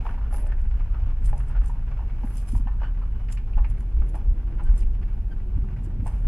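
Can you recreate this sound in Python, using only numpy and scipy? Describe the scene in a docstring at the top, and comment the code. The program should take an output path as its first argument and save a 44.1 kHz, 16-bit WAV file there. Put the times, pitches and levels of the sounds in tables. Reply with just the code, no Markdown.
"""A car rumbles slowly along a gravel lane, heard from inside the cabin.
Ruts jolt the body while the tyres drone, crunch and scrub; single stones grind in the tread,
pop free and ring the wheel-well liner. The engine climbs as the car pulls away, the gears whine
faintly, the suspension knocks, trim squeaks and a thin buzz passes.
Close by, something light and loose rustles and ticks as it sways."""
import sys
import numpy as np
from scipy import signal
from scipy.fft import rfft, irfft, next_fast_len
from scipy.io import wavfile
from scipy.ndimage import uniform_filter1d

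SR = 44100
rng = np.random.default_rng(int(sys.argv[2]) if len(sys.argv) > 2 else 0)


def to_wav(s):
    """Save 16-bit WAV."""
    ch = np.atleast_2d(s).T  # columns
    pcm = np.round(np.clip(ch, -1, 1) * 32767)  # PCM
    wavfile.write(sys.argv[1], SR, pcm.astype(np.int16))


N = 276815
T = np.arange(N) / SR


def amp(db):
    """Decibels to gain."""
    return 10 ** (np.asarray(db) / 20)


def unit(x):
    """Scales to an rms of one."""
    return x / np.sqrt(np.mean(x ** 2) + 1e-30)


def peaked(x, db):
    """Sets the level of the loudest 3 ms."""
    return x * amp(db) / np.sqrt(uniform_filter1d((x ** 2).mean(0), size=130).max())


def add(mix, s, sound):
    """Mixes a stereo sound in at time s."""
    part = mix[:, max(round(s * SR), 0):][:, :sound.shape[1]]
    part += sound[:, :part.shape[1]]


def curves(rows):
    """Turns timed breakpoints into one automation curve per column."""
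    times, *columns = np.transpose(rows)
    return [np.interp(T, times, column) for column in columns]


def swell(s, rise_s, fall_s):
    """A rounded envelope of height one that peaks at time s."""
    return np.exp(-.5 * ((T - s) / np.where(T < s, rise_s, fall_s)) ** 2)


def flutter(shape, samples):
    """A fast random modulator: noise smoothed over so many samples."""
    return unit(uniform_filter1d(rng.standard_normal(shape), size=samples))


def eq_db(points, hz):
    """An EQ curve of straight lines over log frequency."""
    freqs, db = np.transpose(points)
    return np.interp(np.log(hz + 1), np.log(freqs + 1), db)


def bell(hz, centre_hz, octaves):
    """A bell-shaped resonance of height one."""
    return np.exp(-.5 * (np.log2((hz + 1) / centre_hz) / octaves) ** 2)


def lifts(modes, hz):
    """The boost in dB from a set of resonances."""
    return sum(db / (1 + (2 * (hz - centre) / width) ** 2) for centre, width, db in modes)


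def cabin(hz, spacing_hz=115.5, feedback=.18, fade_hz=1490):
    """Echo between the side windows: a comb filter, in dB, that fades in the treble."""
    kept = feedback / (1 + (hz / fade_hz) ** 4)
    return -20 * np.log10(abs(1 - kept * np.exp(-2j * np.pi * hz / spacing_hz)))


# stereo width: f/Hz, side against mid/dB
WIDTH = [(40, -40), (90, -33), (160, -32), (330, -18.5), (700, -17), (1400, -9.5), (2600, -4.5),
         (4000, 1.5), (6000, 0), (8500, -1.5), (15000, -.5)]
def colour(pair, spectrum, extra_db=lambda hz: 0):
    """Minimum-phase EQ; two unrelated signals become mid and side, so bass is mono and treble wide."""
    n = pair.shape[1]
    size = 2 * next_fast_len(n // 2 + 2048)
    hz = np.fft.rfftfreq(size, 1 / SR)
    cepstrum = irfft(np.log(amp(eq_db(spectrum, hz) + extra_db(hz))), size)
    response = np.exp(rfft(cepstrum * (1 + np.sign(np.fft.fftfreq(size)))))
    width = amp(eq_db(WIDTH, hz))
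    mid, side = rfft(pair, size) * response / np.sqrt(1 + width ** 2)
    return irfft(np.array([mid + width * side, mid - width * side]), size)[:, :n]


def noise(spectrum, modes=(), echo=0):
    """A stereo bed of coloured noise, with resonances and a share of cabin echo."""
    white = rng.standard_normal((2, N + SR))
    return unit(colour(white, spectrum, lambda hz: lifts(modes, hz) + echo * cabin(hz))[:, SR:])


def wander(spectrum, depth_db):
    """A randomly drifting gain; the spectrum sets how fast it moves."""
    return unit(amp(depth_db * noise(spectrum)[0]))


def steadied(x, span_s):
    """Levels out swells that last longer than span_s."""
    power = signal.fftconvolve((x ** 2).mean(0), np.hanning(int(span_s * SR)), "same")
    return unit(x / np.sqrt(power + 1e-9))


# roughness of the lane, and single ruts: t/s, rumble level/dB, drone level/dB
LANE = [(0, -26, -40), (.65, -20, -39), (1.4, -23, -38.5), (1.8, -24.5, -37.5), (2.4, -26, -38.5),
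        (2.7, -22.5, -37.5), (3.25, -25, -38), (3.9, -26, -39), (4.9, -22.5, -36), (5.35, -25, -38),
        (5.8, -28.5, -33.5), (6.28, -22.5, -35.5)]
RUTS = [(1.06, -31, -36), (1.282, -16.5, -33), (1.6, -16.5, -56), (2.569, -19, -30), (3.591, -14, -36.5),
        (3.71, -23, -32.5), (3.989, -13.5, -59), (4.292, -16, -38), (4.699, -12.5, -47), (4.85, -17, -48),
        (5.578, -20, -28.5), (6.01, -46, -31), (6.26, -22, -39)]
# body rumble and tyre drone: f/Hz, level/dB
RUMBLE_EQ = [(8, -58.5), (16, -27.5), (22, -4), (30, -6.5), (41, -3), (51, -7), (63, -18.5), (90, -48.5),
             (200, -110)]
DRONE_EQ = [(40, -28), (62, 5), (80, 13), (105, 8), (135, 3), (165, -7), (240, -49.5), (600, -110)]
def body():
    """The uneven lane shakes the body and makes the tyres drone; each rut adds a jolt."""
    rumble_gain, drone_gain = amp(curves(LANE))
    for s, rumble_db, drone_db in RUTS:
        jolt = swell(s, rise_s=.03, fall_s=.04)
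        rumble_gain = np.hypot(rumble_gain, amp(rumble_db) * jolt)
        drone_gain = np.hypot(drone_gain, amp(drone_db) * jolt)
    rumble = rumble_gain * steadied(noise(RUMBLE_EQ), span_s=.11)
    drone = drone_gain * steadied(noise(DRONE_EQ), span_s=.15)
    return rumble + drone


# tyres on gravel: t/s, roar level/dB, crunch level/dB
TYRES = [(0, -48.5, -48.5), (.5, -50, -59), (.68, -51, -54.5), (1.0, -51, -55.5), (1.6, -50, -55),
         (2.35, -48.5, -53.5), (2.55, -51, -58), (3.3, -50, -57.5), (4.1, -47.5, -58.5),
         (5.3, -47.5, -57.5), (6.0, -44, -57), (6.28, -48.5, -55.5)]
# road roar: f/Hz, level/dB
ROAR_EQ = [(110, -28), (165, 0), (205, 2.5), (265, -5), (320, -10), (400, -12), (470, -15), (530, -20.5),
           (700, -23.5), (850, -22.5), (1100, -42.5), (2000, -41.5), (6000, -100)]
def tyres():
    """The rolling tyres send a lumpy roar through the floor and crunch the gravel."""
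    roar_db, crunch_db = curves(TYRES)
    lumps = wander([(1, -14), (3, -2), (9, 0), (16, -8), (40, -60)], depth_db=1.4)
    roar = lumps * steadied(noise(ROAR_EQ, echo=.042), span_s=.27)
    return amp(roar_db) * roar + amp(crunch_db) * gravel()


# gravel crunch: f/Hz, level/dB
CRUNCH_EQ = [(240, -11.5), (420, -0.5), (600, -2.5), (850, -4), (1100, -6), (1500, -5), (2000, -11),
             (2900, -11.5), (3500, -21), (5000, -21.5), (7000, -28.5), (12000, -52.5)]
# resonances of the doors and glass: f/Hz, width/Hz, boost/dB
PANELS = [(836, 130, 4), (951, 76, 4.5), (1510, 18, 2), (1780, 46, 3), (2230, 32, 6.5), (2480, 250, 4.5),
          (2730, 50, 4.5), (2986, 93, 3.5), (3380, 120, 3.5)]
def gravel(grains_per_s=300, pitches=10, spread_db=5.5, ring_db=7, crack_s=.0034, scatter_s=.021):
    """Small stones crack in clumps over a soft wash, muffled by the doors and glass."""
    t = np.arange(SR // 5) / SR
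    envelope = np.exp(-t / crack_s) + amp(6) * np.exp(-t / scatter_s)
    clumps = wander([(2, -10), (5, 0), (14, 0), (40, -30), (100, -90)], depth_db=1.3)
    grains = np.zeros((2, N))
    for pitch_hz in np.geomspace(620, 1850, pitches):
        sizes = clumps * amp(spread_db * np.minimum(rng.exponential(1, N), 3))
        hits = sizes * (rng.random(N) < grains_per_s / pitches / SR)
        tone = lambda hz: lifts(PANELS, hz) + cabin(hz) + ring_db * bell(hz, pitch_hz, octaves=.44)
        grain = colour(envelope * rng.standard_normal((2, len(t))), CRUNCH_EQ, tone)
        grains += signal.oaconvolve(hits[None], grain, axes=1)[:, :N]
    wash = noise(CRUNCH_EQ, PANELS, echo=.92)
    return amp(-1.5) * unit(grains) + amp(-8) * wash


# background hiss: f/Hz, level/dB
HISS_EQ = [(3500, -2.5), (5000, -7.5), (7000, -12.5), (9000, -9.5), (10600, -8), (12000, -12),
           (15500, -10.5)]
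def hiss():
    """A faint, steady bed of hiss."""
    return amp(-70.5) * noise(HISS_EQ)


# stones squeezed out from under the tyres: t/s, level/dB, f/Hz, treble/dB
POPS = [(0.0535, -35, 860, -18), (0.066, -33, 910, -26), (0.092, -41, 1400, -26), (0.177, -46, 965, -41),
        (0.213, -48, 1180, -36), (0.309, -47.5, 1350, -32), (0.326, -40, 910, -22),
        (0.344, -38.5, 670, -34), (0.383, -44, 704, -35), (0.441, -49, 900, -22), (0.466, -44.5, 630, -17),
        (0.521, -42.5, 1750, -23), (0.712, -48.5, 1440, -11), (0.807, -46, 1210, -29),
        (0.946, -45, 1360, -21), (1.33, -33, 774, -45), (1.403, -44.5, 1230, -31),
        (1.617, -45.5, 1340, -23), (1.696, -40, 950, -42), (1.92, -47.5, 1280, -45), (1.991, -42, 960, -34),
        (2.005, -43, 980, -25), (2.234, -41, 860, -52), (2.55, -40.5, 940, -21), (2.6725, -37.5, 960, -21),
        (2.681, -42.5, 1150, -24), (2.731, -53, 1210, -28), (2.818, -37.5, 1054, -26),
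        (2.834, -41, 1330, -27), (2.843, -43.5, 1400, -15), (3.016, -51, 1216, -26), (3.287, -48, 1830, -5),
        (3.375, -46.5, 2144, 7), (3.534, -50.5, 2540, -16), (3.572, -41.5, 880, -38),
        (3.579, -39, 900, -30), (3.586, -38.5, 920, -32), (3.646, -41, 2183, -26),
        (4.021, -46.5, 1375, -29), (4.144, -39.5, 830, -28), (4.154, -39, 800, -31), (4.596, -40, 945, -27),
        (4.608, -43.5, 835, -25), (4.692, -48, 1390, -17), (4.823, -51.5, 2465, -12),
        (4.951, -58, 1980, -8), (5.028, -51.5, 2040, -12), (6.062, -38, 830, -24), (6.068, -35.5, 930, -41),
        (6.076, -41, 910, -9)]
# a stone heard from the cabin: f/Hz, level/dB
STONE_EQ = [(200, -14.5), (480, -1.5), (650, 3), (840, 2.5), (1200, -1), (1750, -5), (2200, -9.5),
            (2900, -10.5), (3700, -22.5), (5200, -23), (7000, -41), (15000, -53.5)]
def pops(usual_hz=900, usual_treble_db=-19.5, ring_db=8, thin_db_per_octave=-5, tail_s=.067):
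    """Stones snap off the tread and rattle through the wheel well; small, high ones scrape longer."""
    out, t = np.zeros((2, N)), np.arange(SR // 7) / SR
    for s, db, pitch_hz, treble_db in POPS:
        def tone(hz):
            ring = ring_db * bell(hz, pitch_hz, octaves=.22)
            octaves_below = np.clip(np.log2(pitch_hz / (hz + 1)), 0, max(np.log2(pitch_hz / usual_hz), 0))
            low_cut = thin_db_per_octave * octaves_below  # high stones have less body
            high_shelf = (treble_db - usual_treble_db) * hz ** 2 / (hz ** 2 + 2000 ** 2)
            return .98 * lifts(PANELS, hz) + .63 * cabin(hz) + ring + low_cut + high_shelf

        contact_s = .0032 * (pitch_hz / usual_hz) ** 1.1
        contact = (1 - np.exp(-2 * t / contact_s)) * np.exp(-t / contact_s)
        rattle = unit(amp(2.5 * flutter(len(t), samples=150)))
        crack = colour(contact * rng.standard_normal((2, len(t))), STONE_EQ, tone)
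        tail = unit(colour(rattle * rng.standard_normal((2, len(t))), STONE_EQ, tone))
        tail *= (1 - np.exp(-t / contact_s)) * np.exp(-t / tail_s)
        ringing = rattle * liner(t, pitch_hz, contact_s)
        add(out, s - contact_s / 2, peaked(crack, db - 1) + amp(db - 15) * tail + amp(db) * ringing)
    return out


# modes of the plastic wheel-well liner: f/Hz, level/dB, t60/s
LINER = [(590.6, -14, .18), (832, -4, .12), (939, -11.5, 0.13), (1110, -20, 0.32), (1490, -14.5, 0.14),
         (1793, -10, 0.16), (2700, -9, 0.17)]
def liner(t, pitch_hz, contact_s, uneven_db=2.5, detune=.011):
    """The hollow liner rings when struck, most near the stone's pitch and differently at each spot."""
    out = np.zeros((2, len(t)))
    for hz, db, t60 in LINER:
        strength, shift, phase, spread = rng.standard_normal(4)
        stereo_phase = np.array([[1], [-1]]) * spread * amp(eq_db(WIDTH, hz))
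        tone = np.sin(2 * np.pi * (hz * (1 + detune * shift) * t + phase) + stereo_phase)
        gain = amp(db + uneven_db * strength) * bell(hz, pitch_hz, octaves=.67)
        out += gain * np.exp(-np.log(1000) * t / t60) * tone
    return out * (1 - np.exp(-t / contact_s))


def slips(n, per_s=900, slip_s=.00025, smooth_db=-4):
    """Friction grit: tiny separate slips of uneven size over a smooth rubbing."""
    sizes = np.minimum(rng.exponential(1, n), 3) ** 2 * (rng.random(n) < per_s / SR)
    power = signal.lfilter([1], [1, -np.exp(-1 / (slip_s * SR))], sizes)
    envelope = np.sqrt(power / (power.mean() + 1e-12) + amp(smooth_db) ** 2)
    return unit(envelope * rng.standard_normal((2, n)))


# the loose thing's touch, thin sizzle and airy top: f/Hz, level/dB
TOUCH_EQ = [(1500, -10), (3000, -5.5), (4200, -13.5), (5000, -7.5), (7000, -9), (8500, -7), (9500, -10.5),
            (10600, -3.5), (11400, -13.5), (13500, -19.5), (15500, -27.5)]
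SIZZLE_EQ = [(2000, -23), (6000, -20), (8000, -9), (9500, 10), (10600, 14.5), (11300, 9), (12000, -8),
             (15500, -26)]
AIR_EQ = [(9000, -40), (11500, -6), (12800, 0), (14000, -3), (15500, -8)]
# its resonances: f/Hz, width/Hz, boost/dB
TINKLE = [(4800, 200, 5), (6820, 110, 8), (7380, 120, 7), (8230, 130, 7), (8680, 130, 9), (9690, 80, 8),
          (10170, 90, 6), (10650, 200, 6), (11900, 250, 5)]
# its soft rubs: t/s, rise/s, fall/s, level/dB, sizzle share/0-1, air level/dB
RUBS = [(.085, 0.051, 0.06, -71.5, 0.3, -80), (.342, 0.015, 0.051, -51, 0.7, -66),
        (1.274, 0.011, 0.023, -62.5, 0.8, -82), (1.41, 0.032, 0.027, -66.5, 0.1, -87),
        (1.665, 0.032, 0.047, -65.5, 0, -89), (2.35, 0.075, 0.016, -60.5, 0.4, -67),
        (2.385, 0.028, 0.027, -56.5, 0, -66), (2.5, 0.042, 0.019, -65, 0, -78),
        (2.57, 0.049, 0.026, -58.5, 0, -66.5), (4.8, 0.022, 0.024, -57.5, 0, -81),
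        (6.09, 0.024, 0.11, -67, 0, -79)]
def rustle():
    """A loose thing close by rubs in fine slips, between a scrape and a thin sizzle."""
    out, grit = np.zeros((2, N)), slips(N)
    sizzle = unit(colour(grit, SIZZLE_EQ))
    air = unit(colour(grit, AIR_EQ))
    scrape = unit(colour(grit, TOUCH_EQ, lambda hz: lifts(TINKLE, hz)))
    for s, rise_s, fall_s, db, share, air_db in RUBS:
        rub = np.sqrt(share) * sizzle + np.sqrt(1 - share) * scrape
        out += swell(s, rise_s, fall_s) * (amp(db) * rub + amp(air_db) * air)
    return out


# engine note: t/s, f/Hz, level/dB
ENGINE = [(.1, 75.4, -63), (.35, 81.1, -37), (.7, 87.55, -43.5), (.9, 79.7, -40.5), (1.05, 86.1, -29),
          (1.2, 109.2, -45), (1.35, 122.4, -37), (1.52, 140, -43), (1.7, 138, -100)]
def engine():
    """The engine's low note swells and climbs as the car pulls away."""
    hz, db = curves(ENGINE)
    return amp(db) * np.sin(2 * np.pi * np.cumsum(hz) / SR)


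# stones caught in the tread: t/s, swell/s, level/dB, f/Hz
GRINDS = [(0.111, 0.017, -55, 1450), (0.256, 0.014, -53, 1340), (.515, 0.031, -53, 1730),
          (0.734, 0.012, -58, 1490), (.96, 0.032, -52.5, 1290), (1.104, 0.027, -55.5, 1146),
          (1.505, 0.011, -50, 1540), (1.565, 0.014, -45.5, 1490), (2.85, 0.037, -52, 1530),
          (3.027, .009, -50, 1240), (4.603, 0.011, -48.5, 1330)]
def grinds(ring_db=11, chatter_db=.5):
    """A trapped stone chatters in quick uneven slips, ringing around one pitch."""
    out = np.zeros((2, N))
    chatter = unit(amp(chatter_db * flutter(N, samples=130)))
    for s, swell_s, db, pitch_hz in GRINDS:
        near = abs(T - s) < .1
        push = swell(s, swell_s, swell_s)[near]
        friction = push * chatter[near] * rng.standard_normal((2, near.sum()))
        tone = lambda hz: lifts(PANELS, hz) + ring_db * bell(hz, pitch_hz, octaves=.21)
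        out[:, near] += amp(db) * unit(colour(friction, STONE_EQ, tone)) * np.sqrt(np.mean(push ** 2))
    return out


# gear whine: t/s, f/Hz, level/dB, level of the fifth above/dB
WHINE = [(.3, 308, -69, -90), (.48, 350, -49, -77), (.62, 368, -78.5, -90), (3.0, 278.6, -77.5, -85.5),
         (4.0, 312, -55, -66.5), (4.35, 328, -56, -60), (4.55, 336.3, -48, -84), (4.72, 345, -59, -80),
         (4.9, 351, -51.5, -75), (5.15, 362.6, -63.5, -78), (5.65, 368.3, -54, -86), (6.0, 357.3, -58, -74),
         (6.28, 355, -82, -69)]
def gear_whine(tremolo_db=4, waver=.0207):
    """The gears sing two thin tones a fifth apart, wavering at random in pitch and level."""
    hz, db, fifth_db = curves(WHINE)
    drift = [(1, 0), (18, 0), (45, -25), (100, -90)]
    vibrato, tremolo = noise(drift)[0], noise(drift)[0]
    phase = 2 * np.pi * np.cumsum(hz * (1 + waver * vibrato)) / SR
    tones = amp(db) * np.sin(phase) + amp(fifth_db) * np.sin(1.5 * phase)
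    return amp(tremolo_db * tremolo) * tones


# light ticks of the loose thing: t/s, peak level/dB, f/Hz
TICKS = [(0.337, -57, 10300), (0.471, -54, 8450), (0.616, -62.5, 12600), (1.258, -47.5, 8427),
         (1.294, -56.5, 8700), (1.38, -52.5, 8780), (1.486, -58.5, 8900), (1.66, -51, 8800),
         (1.679, -56, 7000), (2.381, -54, 8800), (2.392, -58, 8450), (2.491, -47, 9500),
         (2.521, -53, 10500), (2.565, -51, 10400), (3.326, -42.5, 7400), (3.702, -55, 10000),
         (3.806, -58, 10300), (4.089, -55.5, 10140), (4.157, -55.5, 9760), (4.638, -56, 8540),
         (4.779, -49, 8170), (5.845, -59, 7600), (6.071, -49, 8570), (6.077, -50, 8350)]
def ticks(snap_s=.0012, hiss_db=-5.5, tail_db=-23, tail_s=.045):
    """Sharp, high ticks, each with a short soft hiss around it and a faint ringing tail."""
    out, t = np.zeros((2, N)), np.arange(-SR // 20, SR // 6) / SR
    for s, db, pitch_hz in TICKS:
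        ring_db = 6 + .1 * max(-50.5 - db, 0)  # the lightest ticks ring purest
        tone = lambda hz: lifts(TINKLE, hz) + ring_db * bell(hz, pitch_hz, octaves=.11)
        hiss_s = np.where(t < 0, .011, .012) / amp(.25 * (db + 45))  # shorter around louder ticks
        snap = np.exp(-abs(t) / snap_s)
        soft_hiss = amp(hiss_db) * np.exp(-abs(t) / hiss_s)
        tail = (t > 0) * amp(tail_db) * np.exp(-abs(t) / tail_s)
        tick = (snap + soft_hiss + tail) * slips(len(t))
        add(out, s + t[0], peaked(colour(tick, TOUCH_EQ, tone), db))
    return out


# a hollow scuff: f/Hz, level/dB
SCRUB_EQ = [(250, -23.5), (390, 1), (470, -6), (600, -4.5), (1000, -18.5), (2500, -17), (6000, -52)]
# tyre slides: t/s, rise/s, fall/s, level/dB, f/Hz
SCRUBS = [(.43, 0.061, 0.069, -51.5, 600), (4.029, 0.039, 0.12, -53.5, 416)]
def scrubs(ring_db=6):
    """A tyre slides over loose stones with a hollow scuff."""
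    out = np.zeros((2, N))
    for s, rise_s, fall_s, db, pitch_hz in SCRUBS:
        near = abs(T - s) < .35
        tone = lambda hz: cabin(hz) + ring_db * bell(hz, pitch_hz, octaves=.2)
        scuff = colour(rng.standard_normal((2, near.sum())), SCRUB_EQ, tone)
        out[:, near] += amp(db) * swell(s, rise_s, fall_s)[near] * unit(scuff)
    return out


# suspension knocks: t/s, peak level/dB, f/Hz
KNOCKS = [(2.247, -24.5, 222), (2.537, -24.5, 224), (2.564, -32, 225), (2.602, -31, 226), (2.664, -34, 227),
          (4.74, -32, 211), (5.585, -29, 245), (5.875, -33.5, 310), (5.994, -29, 212), (6.03, -29.5, 225)]
def knocks(swell_s=.0042):
    """A wheel drops off a stone: a few dull cycles through the suspension."""
    out = np.zeros(N)
    for s, db, pitch_hz in KNOCKS:
        out += amp(db) * np.exp(-((T - s) / swell_s) ** 2) * np.cos(2 * np.pi * pitch_hz * (T - s))
    return out


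# trim squeaks: t/s, swell/s, level/dB, f/Hz, second harmonic against the first/dB
SQUEAKS = [(2.845, 0.019, -54, 1470, -6), (2.865, 0.018, -60, 1517, -3.5), (4.669, 0.013, -53.5, 1552, -17),
           (5.323, 0.0091, -53.5, 1557, -14)]
def squeaks(waver=.018, roughness=.58, third_db=-21):
    """Trim sticks and slips as the body twists: an unsteady, rasping tone with two overtones."""
    out = np.zeros((2, N))
    jitter = noise([(5, -6), (40, 0), (250, -4), (800, -40), (2000, -90)])[0]
    for s, swell_s, db, hz, second_db in SQUEAKS:
        near = abs(T - s) < .1
        phase = 2 * np.pi * np.cumsum(hz * (1 + waver * jitter)) / SR
        for harmonic, partial_db in enumerate([0, second_db, third_db], start=1):
            rasp = 1 + roughness * flutter((2, near.sum()), samples=110)
            tone = np.sqrt(2) * np.sin(harmonic * phase[near]) * rasp
            out[:, near] += amp(db + partial_db) * swell(s, swell_s, swell_s)[near] * tone
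    return out


# faint buzz: t/s, rise/s, fall/s, level/dB
BUZZ = [(3.22, 0.093, 0.26, -71)]
def buzz(pitch_hz=2980, width_hz=90):
    """A narrow, fuzzy tone swells once and fades."""
    envelope = sum(amp(db) * swell(s, rise_s, fall_s) for s, rise_s, fall_s, db in BUZZ)
    return envelope * noise([(1500, -60), (pitch_hz, 0), (5000, -60)], modes=[(pitch_hz, width_hz, 25)])


def scene():
    """The cabin mix, with the loose thing a touch to the right."""
    road = body() + tyres() + scrubs() + pops() + grinds()
    car = knocks() + squeaks() + engine() + gear_whine() + buzz()
    loose_thing = (rustle() + ticks()) * amp([[-.3], [.3]])
    return road + car + loose_thing + hiss()


def record(dry, cutoff_hz=15700):
    """A brief fade at each end and a steep high cut."""
    faded = dry * signal.windows.tukey(N, .002)
    high_cut = signal.firwin(511, cutoff_hz, window=("kaiser", 9), fs=SR)
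    return signal.oaconvolve(faded, high_cut[None], "same")


dry = scene()
out = record(dry)
to_wav(out)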